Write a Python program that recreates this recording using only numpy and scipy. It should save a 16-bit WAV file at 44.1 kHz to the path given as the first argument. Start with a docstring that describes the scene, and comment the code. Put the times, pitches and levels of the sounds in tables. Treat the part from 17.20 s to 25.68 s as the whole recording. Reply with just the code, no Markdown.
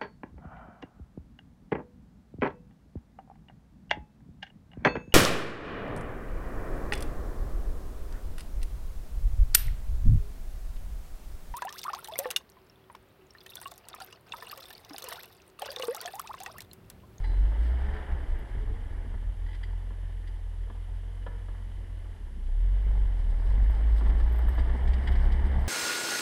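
"""A four-cylinder petrol off-road truck backs away through deep snow, idles, then pulls forward under load.
Its exhaust is a set of smooth harmonics plus uneven firing pulses; one engine phase drives all the engine layers.
Valve gear clatters as filtered noise; fan, belt drives and alternator sing at fixed multiples of the firing rate.
Tyres crush snow as tiny noise cracks and thin, high ticks; steel and body parts clank, knock and thud.
The forest adds a short soft echo, over a steady hiss and a faint high whine."""
import sys
import numpy as np
from scipy import signal
from scipy.fft import rfft, irfft
from scipy.io import wavfile
from scipy.ndimage import map_coordinates

SR = 44100
rng = np.random.default_rng(int(sys.argv[2]) if len(sys.argv) > 2 else 0)


def to_wav(s):
    """Save 16-bit WAV."""
    ch = np.atleast_2d(s).T  # columns
    pcm = np.round(np.clip(ch, -1, 1) * 32767)  # PCM
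    wavfile.write(sys.argv[1], SR, pcm.astype(np.int16))


N = 373968
T = np.arange(N) / SR  # time of each sample, s

# Background: spectrum of the hiss (frequency [Hz], relative level per Hz [dB])
HISS_SPECTRUM = [(100, 22), (1000, 9), (5000, -1.5), (6500, -4), (7500, -4), (8500, -1), (9400, -9.5),
                 (10150, 0.5), (11000, -10), (12000, -6.5), (13000, -18), (15000, -34)]
# Faint high whine, levels before a common trim (frequency [Hz], rms level [dB])
WHINE_TONES = [(10600, -96.5), (10643, -76.5), (10691, -94), (13189, -89.5)]
TOP_HZ = 15600  # treble above this is cut

# Driving: a rev, idle, a near stall, then a long climb (time [s], firing rate [Hz])
ENGINE_SPEED = [(0.0, 38), (0.35, 53.3), (0.74, 69.3), (0.92, 64.5), (1.3, 48.9), (1.72, 41.2),
                (2.12, 40.8), (2.74, 43.6), (3.24, 40.5), (4.04, 44.4), (4.6, 43.2), (4.95, 42.4),
                (5.1, 31.5), (5.22, 29.5), (5.32, 33.5), (5.45, 43.5), (5.67, 49.2), (5.83, 46.5),
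                (6.14, 36.8), (6.31, 47), (6.61, 52.8), (6.9, 53.8), (7.45, 61.8), (7.95, 65.8),
                (8.12, 65.7), (8.48, 70.3)]
# How hard the wheels work: backing, standing, pulling forward (time [s], load [0-1])
WHEEL_LOAD = [(0, 0.64), (1.25, 0.52), (1.82, 0.5), (2.15, 0.23), (3.2, 0.06), (4.2, 0.15), (5.2, 0.14),
              (5.7, 0.51), (6.05, 0.55), (6.3, 0.78), (6.65, 0.78), (6.77, 0.74), (6.84, 0.86),
              (7.27, 0.81), (8.48, 1)]
# Pedal: pressed, dropped, resting, pressed again to catch the stall (time [s], opening [0-1])
THROTTLE_OPENING = [(0, 0.85), (.35, 0.96), (.58, 0.87), (.8, 0.3), (1.15, 0.12), (1.4, 0.11), (2.3, 0.41),
                    (4.3, 0.27), (4.95, 0.07), (5.225, 0.45), (5.275, 0.94), (5.85, 0.89), (6.5, 1),
                    (8.48, 0.87)]
IDLE_HZ = 43  # firing rate at which the level laws start
CLUTCH_LOAD = .4  # the clutch grips fully from this load on
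CLUTCH_UNEVEN_DB = 6.5  # with the clutch gripping, the wheels drag and the engine fires more unevenly
CLUTCH_SONG_DB = 10.5  # the gears then turn too and join the song

# Level laws: how each layer follows the driving, before its own clutch lift, trim or flutter
# (at idle speed [dB], per octave of speed [dB], added by full load [dB], added by full throttle [dB])
BOOM_LAW = (-40.5, 2.5, -1.5, 19.5)
OCTAVE_LAW = (-43, -5.5, 2.5, 5)
PIPE_LAW = (-73, 15.5, 10.5, 9.5)
UNEVEN_LAW = (-48.5, -4, 17.5, 1)
RUMBLE_LAW = (-60, 0, 18, -1.6)
CLATTER_LAW = (-66.5, 3, 17.5, -0.26)
CASING_LAW = (-68.5, 5, 14, -0.46)
TAPPET_LAW = (-71, 4, 5.5, 2)
SNOW_LAW = (-87.5, 0.5, 16, 6)
SONG_LAW = (-71.3, 21, -6.5, 0)
ALTERNATOR_LAW = (-72.3, 24, -1, 0)

# Colours of the noisy layers: engine rumble, valve clatter, ringing casing, tappets,
# crushed snow and scoured crust (frequency [Hz], relative level per Hz [dB])
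RUMBLE_SPECTRUM = [(80, -10), (105, 7.5), (150, -3.5), (200, -1.5), (290, -4.5), (400, -6.5), (600, -15.5),
                   (1200, -43)]
CLATTER_SPECTRUM = [(200, -35), (330, -11), (440, -7), (540, -3.5), (660, -0.5), (780, -0.5), (860, 2),
                    (1000, -2), (1300, -9.5), (1700, -10.5), (3000, -38)]
CASING_SPECTRUM = [(900, -28), (1350, -10), (1720, 0.5), (2050, -1.5), (2350, -10.5), (2700, -43),
                   (4000, -36)]
TAPPET_SPECTRUM = [(2400, -8.5), (2700, -6.5), (2950, 2), (3250, -2.5), (3700, -8.5), (4300, -21.5),
                   (4900, -17.5), (6000, -34.5), (9000, -26)]
CRUNCH_SPECTRUM = [(2000, -4), (3800, 3.5), (5000, 3.5), (6000, -8), (7200, -12.5), (8400, 2),
                   (9400, -10.5), (12000, -10), (15000, -25)]
SCOUR_SPECTRUM = [(900, -5), (1300, -3), (1720, 2), (1950, -6), (2300, -12), (4000, -34)]
# A tyre scours the crust at the top of the first rev: loudest moment, level there, rise and fall
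SPIN_S, SPIN_DB, SPIN_DB_PER_S = 0.77, -52, 25.5

# Steel clanks (time [s], level [dB], brightness tilt [dB per octave], ring length factor)
CLANK_EVENTS = [(.041, -47, -7, .9), (.735, -53, -4, .5), (.765, -52, -4, .5), (2.262, -57, 1, .7),
                (2.286, -56, -3, .9), (2.308, -57.5, -2, .9), (2.328, -56, 0, .7), (2.345, -54.5, 3, .45),
                (2.431, -48, 0, 1), (3.073, -57.5, 5, .7), (7.388, -51, 4, .45), (7.674, -50, 3, .3),
                (7.732, -49, 3, .3), (7.873, -40.5, 0, .45), (7.917, -49.5, 3, .35), (7.952, -48, 1, .35),
                (8.12, -50.5, 4, .4)]
# Body knocks (time [s], level [dB], brightness tilt [dB per octave], ring length factor)
KNOCK_EVENTS = [(1.94, -52, -4, .54), (2.705, -52.5, -2.5, .7), (3.47, -58, -3, .41),
                (3.499, -50.5, -1, .68), (4.064, -41.8, -.5, .75), (4.284, -53, -1, .5),
                (6.808, -44.5, -1, .7), (6.86, -48.5, 3, .55), (6.893, -45.5, 1, .7), (7, -48, 0, .5),
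                (7.19, -46, 0, .6), (7.283, -46, 0, .5), (7.378, -40.5, 1, .6), (7.495, -47, 1, .6)]
# Ringing tones of steel, then of body panels (frequency [Hz], relative level [dB], time to fall 60 dB [s])
STEEL_MODES = [(877, -5, .11), (1720, -6, .06), (1900, -2, .05), (2000, 2, .085), (2930, -7, .08),
               (3138, -6, .08), (3311, -4, .06), (3980, -13, .06), (4447, -19, .11), (4753, -9.5, .1)]
PANEL_MODES = [(203, -9, .2), (471, -1.5, .15), (647, -5, .13), (800, -7, .07), (977, 2, .08),
               (1160, -2, .09), (1316, -2, .07), (1400, -1, .06), (1723, -2, .17), (3192, -4, .035)]
# Loose parts shaken by each kind of blow (frequency [Hz], relative level per Hz [dB])
STEEL_RATTLE_SPECTRUM = [(900, -26), (1500, 2), (2000, 11.5), (2550, -11), (3200, 0.5), (4200, -12.5),
                         (5000, -11), (6200, -27.5), (8400, -22), (10000, -34)]
PANEL_RATTLE_SPECTRUM = [(150, -3), (350, -1), (600, 2), (1000, -3), (1500, -10.5), (2000, -11),
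                         (2500, -21), (3200, -17), (3800, -24), (4500, -38), (8000, -44)]
# A spring pings with the first clank (frequency [Hz], peak level [dB], time to fall 60 dB [s])
SPRING_MODES = [(3978, -66, .28), (4075, -61, .7), (4743, -60, .24)]
SPRING_S = .038
# Dull thuds as the chassis rocks (time of peak [s], level [dB], pitch [Hz])
THUD_EVENTS = [(1.37, -49, 200), (1.86, -52, 220), (2.84, -49, 120), (3.52, -56, 230), (4.08, -54, 160),
               (5.175, -51.5, 200), (5.76, -50, 180), (6.12, -49, 150), (6.825, -45.5, 280),
               (6.9, -48, 290), (7.255, -44, 220), (7.39, -46, 270), (7.555, -48, 250), (8.37, -40, 135)]
# Colour of a thud (multiple of its pitch, relative level per Hz [dB])
THUD_SPECTRUM = [(.45, -4), (.8, -3), (1, 2), (1.25, -5.5), (1.8, -27), (3, -36)]
# Thin, high ticks of crunching snow, mostly as the truck pulls
# (time [s], peak level before a common trim [dB], pitch [Hz])
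TICK_EVENTS = [(1.191, -55, 11600), (6.506, -53, 14200), (6.777, -55, 12100), (7.098, -59, 12100),
               (7.128, -51, 11900), (7.161, -50, 12000), (7.187, -49, 12100), (7.286, -47, 12000),
               (7.304, -58, 12300), (7.347, -54, 12000), (7.637, -55, 12200), (7.919, -51, 14710),
               (8.415, -58, 11760)]

# Fan blades, pulleys and gears (multiple of the firing rate, relative level [dB])
DRIVE_TONES = [(3.12, -6), (4.68, -3), (5, -6), (6.25, 0), (7.9, -6), (8.2, -8), (9.4, -9), (12.8, -6),
               (14.4, -7)]
# Bonnet resonance that swells the drives (centre [Hz], width [Hz], lift [dB])
BONNET_RESONANCE = (425, 35, 4)
ALTERNATOR_RATIO = 10.88  # multiple of the firing rate; heard even at idle
# A gear sings briefly as the wheels roll on: loudest moment, pitch and level there, glide, swell, fade
GEAR_S, GEAR_HZ, GEAR_DB = 1.4, 422, -55
GEAR_RISE_HZ_PER_S, GEAR_SWELL_DB_PER_S, GEAR_FADE_DB_PER_S = 180, 110, 47
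# Clatter that recurs each engine cycle, against its random part: grows with speed, breaks up under load
REGULAR_AT_IDLE, REGULAR_SPEED_POWER, REGULAR_LOAD_DB = .5, 1, -5

# Unbalanced pulley, before the surges and wavering (multiple of the firing rate, rms level [dB])
PULLEY_TONE = (1.16, -48.5)
# What the silencer lets through (frequency [Hz], level passed [dB])
SILENCER_CURVE = [(30, -1), (45, -0.5), (56, -1.5), (70, -3.5), (85, -1), (100, -5), (110, -17), (125, -11),
                  (140, -16)]
# The exhaust surges or misses for a few firings (middle time [s], change [dB], length [s])
LURCH_EVENTS = [(.785, -4, .04), (.845, -9, .04), (.945, 7, .05), (1.025, 4, .05), (1.062, -9, .025),
                (1.135, 4, .04), (1.18, -6, .03), (1.295, -9, .035), (1.39, 5.5, .07), (1.495, 6, .035),
                (1.685, -7, .03), (2.08, 5, .06), (2.15, -8, .04), (4.98, -7, .06), (6.5, 5, .04),
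                (7.345, -8, .025), (7.405, 4.5, .035), (7.59, -6, .05)]
# The exhaust wavers, more with the throttle open: spread at half throttle, random changes per second
HUNT_DB, HUNT_PER_S = 1, 12


def undb(db):
    """Turn decibels into gain."""
    return 10 ** (np.asarray(db) / 20)


def curves(table):
    """Draw straight lines through each column of a table, one value per sample."""
    s, *columns = np.transpose(table)
    return [np.interp(T, s, c) for c in columns]


def driving():
    """Firing rate, load and throttle at every sample."""
    return curves(ENGINE_SPEED) + curves(WHEEL_LOAD) + curves(THROTTLE_OPENING)


def driven(law):
    """A layer's level in dB, from engine speed, load and throttle."""
    idle_db, speed_db, load_db, throttle_db = law
    hz, load, throttle = driving()
    return idle_db + speed_db * np.log2(hz / IDLE_HZ) + load_db * load + throttle_db * throttle


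def unit(x):
    """Scale to an rms of 1."""
    return x / np.sqrt(np.mean(x ** 2))


def colour(x, points):
    """Filter by a spectrum of (Hz, dB) points, with sloping ends; rms 1."""
    hz, db = np.transpose(points)
    f = np.maximum(np.arange(len(x) // 2 + 1) * SR / len(x), 1)
    skirts = np.minimum(f / hz[0], 1) ** 2 * np.minimum(hz[-1] / f, 1) ** 2
    gain = undb(np.interp(np.log(f), np.log(hz), db))
    return unit(irfft(rfft(x) * skirts * gain, len(x)))


def walk(rate):
    """Smooth random drift with a spread near 1, heading for a new value `rate` times a second."""
    knots = rng.standard_normal(2048)
    return map_coordinates(knots, [T * rate], order=3, mode="wrap")


def add(out, s, sound):
    """Mix a sound in at time s."""
    i = int(s * SR)
    out[i:i + len(sound)] += sound[:N - i]


def forest(x, echo_db=-14.5, t60=0.5, shift_per_s=5):
    """Trunks scatter a soft tail that the snow soon swallows; the mix of its four paths keeps shifting."""
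    t, echo, paths = T[:SR // 2], 0, []
    lowpass = signal.butter(1, 3000, fs=SR, output="sos")
    for _ in range(4):
        swell = np.minimum(t / 0.043, 1) ** 2
        tail = rng.standard_normal(len(t)) * undb(-60 * t / t60) * swell
        tail = signal.sosfilt(lowpass, tail)
        paths.append(walk(shift_per_s))
        echo = echo + paths[-1] * signal.oaconvolve(x, tail / np.linalg.norm(tail))[:N]
    return x + undb(echo_db) * echo / np.linalg.norm(paths, axis=0)  # the echo's overall level stays even


def ticks(length_s=0.005, width_hz=300, trim_db=-2, under_hz=8400, under_db=-9):
    """Very short, thin, rough ticks of crunching snow, each with a weaker ring at a second pitch below it."""
    out, t = np.zeros(N), T[:SR // 10]
    for s, db, hz in TICK_EVENTS:
        rough = np.interp(t * width_hz * 2, np.arange(256), rng.standard_normal(256))
        tone = np.sin(2 * np.pi * hz * t) + undb(under_db) * np.sin(2 * np.pi * under_hz * t)
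        tick = rough * tone * t * np.exp(-t / length_s)
        add(out, s - length_s, undb(db + trim_db) * tick / np.abs(tick).max())
    return out


def spring():
    """A long, thin ring of sprung steel: a few fading sine tones."""
    t = np.maximum(T - SPRING_S, 0)  # silent until it starts
    return sum(undb(db - 60 * t / t60) * np.sin(2 * np.pi * hz * t) for hz, db, t60 in SPRING_MODES)


def blows(events, modes, rattle_spectrum, contact_s, rattle_db, rattle_s):
    """Each blow rings the metal's modes and shakes a short rattle out of the loose parts around."""
    out, t = np.zeros(N), T[:SR // 2]
    centre_hz = modes[len(modes) // 2][0]  # brightness tilts around this pitch
    for s, db, bright_db, length in events:
        ring = 0
        for hz, mode_db, t60 in modes:
            tilt_db = bright_db * np.log2(hz / centre_hz)
            fade = undb(mode_db + tilt_db - 60 * t / (t60 * length))
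            detuned_hz = hz * (1 + .005 * rng.normal())
            ring = ring + fade * np.sin(2 * np.pi * (detuned_hz * t + rng.random()))
        tilted = [(hz, band_db + bright_db * np.log2(hz / centre_hz)) for hz, band_db in rattle_spectrum]
        loose = colour(rng.standard_normal(len(t)), tilted) * np.exp(-(t / rattle_s) ** 2)
        hit = (ring + undb(rattle_db) * loose) * (1 - np.exp(-t / contact_s))
        add(out, s, undb(db) * hit / hit[:SR // 50].std())  # level set over the first 20 ms
    return out


def thuds(rise_s=0.01373):
    """Dull bumps of the springs and chassis, each a quickly fading boom around its own pitch."""
    out, t = np.zeros(N), T[:SR // 4]
    for s, db, hz in THUD_EVENTS:
        spectrum = [(hz * ratio, band_db) for ratio, band_db in THUD_SPECTRUM]
        bump = colour(rng.standard_normal(len(t)), spectrum) * t * np.exp(-t / rise_s)
        add(out, s - rise_s, undb(db) * bump / bump[:SR // 20].std())  # level set over the first 50 ms
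    return out


def wheelspin(grain_db=2.5):
    """A gritty roar that swells and dies as the tread slips over the crust."""
    grit = rng.standard_normal(N) * undb(grain_db * walk(90.4))
    return undb(SPIN_DB - SPIN_DB_PER_S * np.abs(T - SPIN_S)) * colour(grit, SCOUR_SPECTRUM)


def crunch(grain_db=6.4, patchy_db=3.2):
    """Snow crust breaks under the tyres in dense patches of tiny cracks."""
    sizes_db = grain_db * np.minimum(rng.exponential(1, N), 4.6)
    cracks = rng.standard_normal(N) * undb(sizes_db)
    return colour(cracks * undb(patchy_db * walk(27)), CRUNCH_SPECTRUM)


def gear():
    """A short rising whine from the transmission."""
    t = T - GEAR_S
    hz = GEAR_HZ + GEAR_RISE_HZ_PER_S * t
    db = GEAR_DB + np.minimum(GEAR_SWELL_DB_PER_S * t, -GEAR_FADE_DB_PER_S * t)
    turns = np.cumsum(hz * (1 + 0.0296 * walk(40))) / SR
    return undb(db + 2 * walk(30.2)) * np.sqrt(2) * np.sin(2 * np.pi * turns)


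def alternator(phase, slip=.085, flutter_db=2.5):
    """A thin whine on the belt, slipping a little."""
    level = undb(driven(ALTERNATOR_LAW) + flutter_db * walk(10))
    turns = ALTERNATOR_RATIO * phase + slip * walk(12)
    return level * np.sqrt(2) * np.sin(2 * np.pi * turns)


def drives(phase, hz, slip, flutter_db):
    """Driven parts sing at fixed ratios of the engine speed, slip a little and swell near the bonnet's pitch."""
    centre_hz, width_hz, lift_db = BONNET_RESONANCE
    out = 0
    for ratio, db in DRIVE_TONES:
        lift = lift_db * np.exp(-((ratio * hz - centre_hz) / width_hz) ** 2)
        level = undb(db + lift + flutter_db * walk(14))
        out = out + level * np.sin(2 * np.pi * (ratio * phase + slip * walk(9)))
    return unit(out)


def machinery(phase, spectrum, repeat, pulsing, grain_db):
    """Impacts that partly recur every four firings, bunched around each firing, ring the engine's casing."""
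    slots = 4096
    cycle = phase / 4 % 1
    pattern = rng.standard_normal(slots) * undb(2.2 * rng.standard_normal(slots))
    # Adding up the pattern and taking steps keeps every impact at any engine speed
    passed = np.interp(cycle * slots, np.arange(slots), np.cumsum(pattern - pattern.mean()))
    recurring = unit(np.diff(passed, prepend=passed[0]))
    gate = np.exp(pulsing * np.cos(2 * np.pi * phase)) * undb(grain_db * walk(110))
    return colour((repeat * recurring + rng.standard_normal(N)) * gate, spectrum)


def pulley(phase):
    """An unbalanced pulley hums just above the firing rate and beats with it, so the idle throbs."""
    ratio, db = PULLEY_TONE
    return undb(db) * np.sqrt(2) * np.sin(2 * np.pi * ratio * phase)


def lurches():
    """The exhaust's surges and gaps, in dB."""
    return sum(db * np.exp(-(2 * (T - s) / length) ** 2) for s, db, length in LURCH_EVENTS)


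def stumble(phase, load, uneven_db, limp=0.39, trim_db=0.5):
    """Firings differ in strength and alternate under load; the silencer makes this a low, uneven throb."""
    firing = np.floor(phase + 3 / 4).astype(int)  # each pulse comes a quarter of a firing late
    strength = rng.uniform(-1.07, 1, 2048)[firing] + limp * load * (-1) ** firing
    pulses = np.diff(firing, prepend=firing[0]) * strength
    throb = [(12, -28.0), (24, 8.5), (36, 7.5), (52, 4.5), (70, -7.0), (105, -17.5), (140, -52)]
    return undb(uneven_db + trim_db) * colour(pulses, throb)


def silencer(hz):
    """What the silencer passes at a frequency, in dB."""
    points_hz, db = np.transpose(SILENCER_CURVE)
    return np.interp(np.log(hz), np.log(points_hz), db)


def exhaust(hz, phase, pipe_db, pipe_hz=203, pipe_width_hz=24, lope=0.064, scatter_db=0.86):
    """The silencer leaves three smooth harmonics; the third swells when it meets the pipe's resonance."""
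    boom_db = driven(BOOM_LAW) + silencer(hz)
    octave_db = driven(OCTAVE_LAW) + silencer(2 * hz)
    turn = 2 * np.pi * phase
    # A little of half the firing rate gives the boom its lope
    boom = undb(boom_db + scatter_db * walk(30)) * (np.cos(turn) + lope * np.cos(turn / 2))
    octave = undb(octave_db + scatter_db / 2 * walk(15)) * np.cos(2 * turn)
    third = np.cos(3 * turn + 0.55 * walk(16))
    resonance = 1 / np.hypot(1, 2 * (3 * hz - pipe_hz) / pipe_width_hz)
    pipe = undb(pipe_db + 2.7 * walk(22)) * resonance
    return np.sqrt(2) * (boom + octave + pipe * third)


def scene():
    """One engine phase drives every engine layer; speed, load and throttle set their levels."""
    hz, load, throttle = driving()
    phase = np.cumsum(hz) / SR  # counts firings
    clutch = np.clip(load / CLUTCH_LOAD, 0, 1)
    speed_ratio = hz / IDLE_HZ
    regular = REGULAR_AT_IDLE * speed_ratio ** REGULAR_SPEED_POWER * undb(REGULAR_LOAD_DB * load ** 2)

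    truck = undb(driven(SNOW_LAW)) * crunch() + wheelspin() + ticks()
    truck += blows(CLANK_EVENTS, STEEL_MODES, STEEL_RATTLE_SPECTRUM,
                   contact_s=.002, rattle_db=0, rattle_s=.018)
    truck += blows(KNOCK_EVENTS, PANEL_MODES, PANEL_RATTLE_SPECTRUM,
                   contact_s=.001, rattle_db=0, rattle_s=.018)
    truck += spring() + thuds()
    truck += alternator(phase) + gear()
    song_level = undb(driven(SONG_LAW) + CLUTCH_SONG_DB * clutch)
    truck += song_level * drives(phase, hz, slip=.065, flutter_db=2.0)
    for law, spectrum, repeat, pulsing, grain_db in [
            (RUMBLE_LAW, RUMBLE_SPECTRUM, regular / 2, 0.2, 3.0),
            (CLATTER_LAW, CLATTER_SPECTRUM, regular, 0.22, 2.5),
            (CASING_LAW, CASING_SPECTRUM, regular, 0.051, 2.0),
            (TAPPET_LAW, TAPPET_SPECTRUM, regular, 0.15, 1.5)]:
        truck += undb(driven(law)) * machinery(phase, spectrum, repeat, pulsing, grain_db)

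    low = exhaust(hz, phase, driven(PIPE_LAW)) + pulley(phase)
    low += stumble(phase, load, driven(UNEVEN_LAW) + CLUTCH_UNEVEN_DB * clutch)
    waver_db = HUNT_DB * (0.5 + throttle) * walk(HUNT_PER_S)
    low *= undb(lurches() + waver_db) * np.minimum(T / 0.0078, 1)  # with a short fade-in
    return (forest(truck) + low)[None]  # the exhaust gets no echo


def record(dry):
    """Add a steady hiss and a faint, slightly wavering high whine, then cut the top of the treble."""
    hiss = undb(-64.0) * colour(rng.standard_normal(N), HISS_SPECTRUM)
    whine = 0
    for hz, db in WHINE_TONES:
        level = undb(db - 1.5 + 0.45 * walk(17))  # 1.5 dB is the common trim
        whine = whine + np.sqrt(2) * level * np.sin(2 * np.pi * hz * T)
    top_cut = signal.ellip(8, .2, 70, TOP_HZ, fs=SR, output="sos")
    return signal.sosfilt(top_cut, dry + hiss + whine)


dry = scene()
out = record(dry)
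to_wav(out)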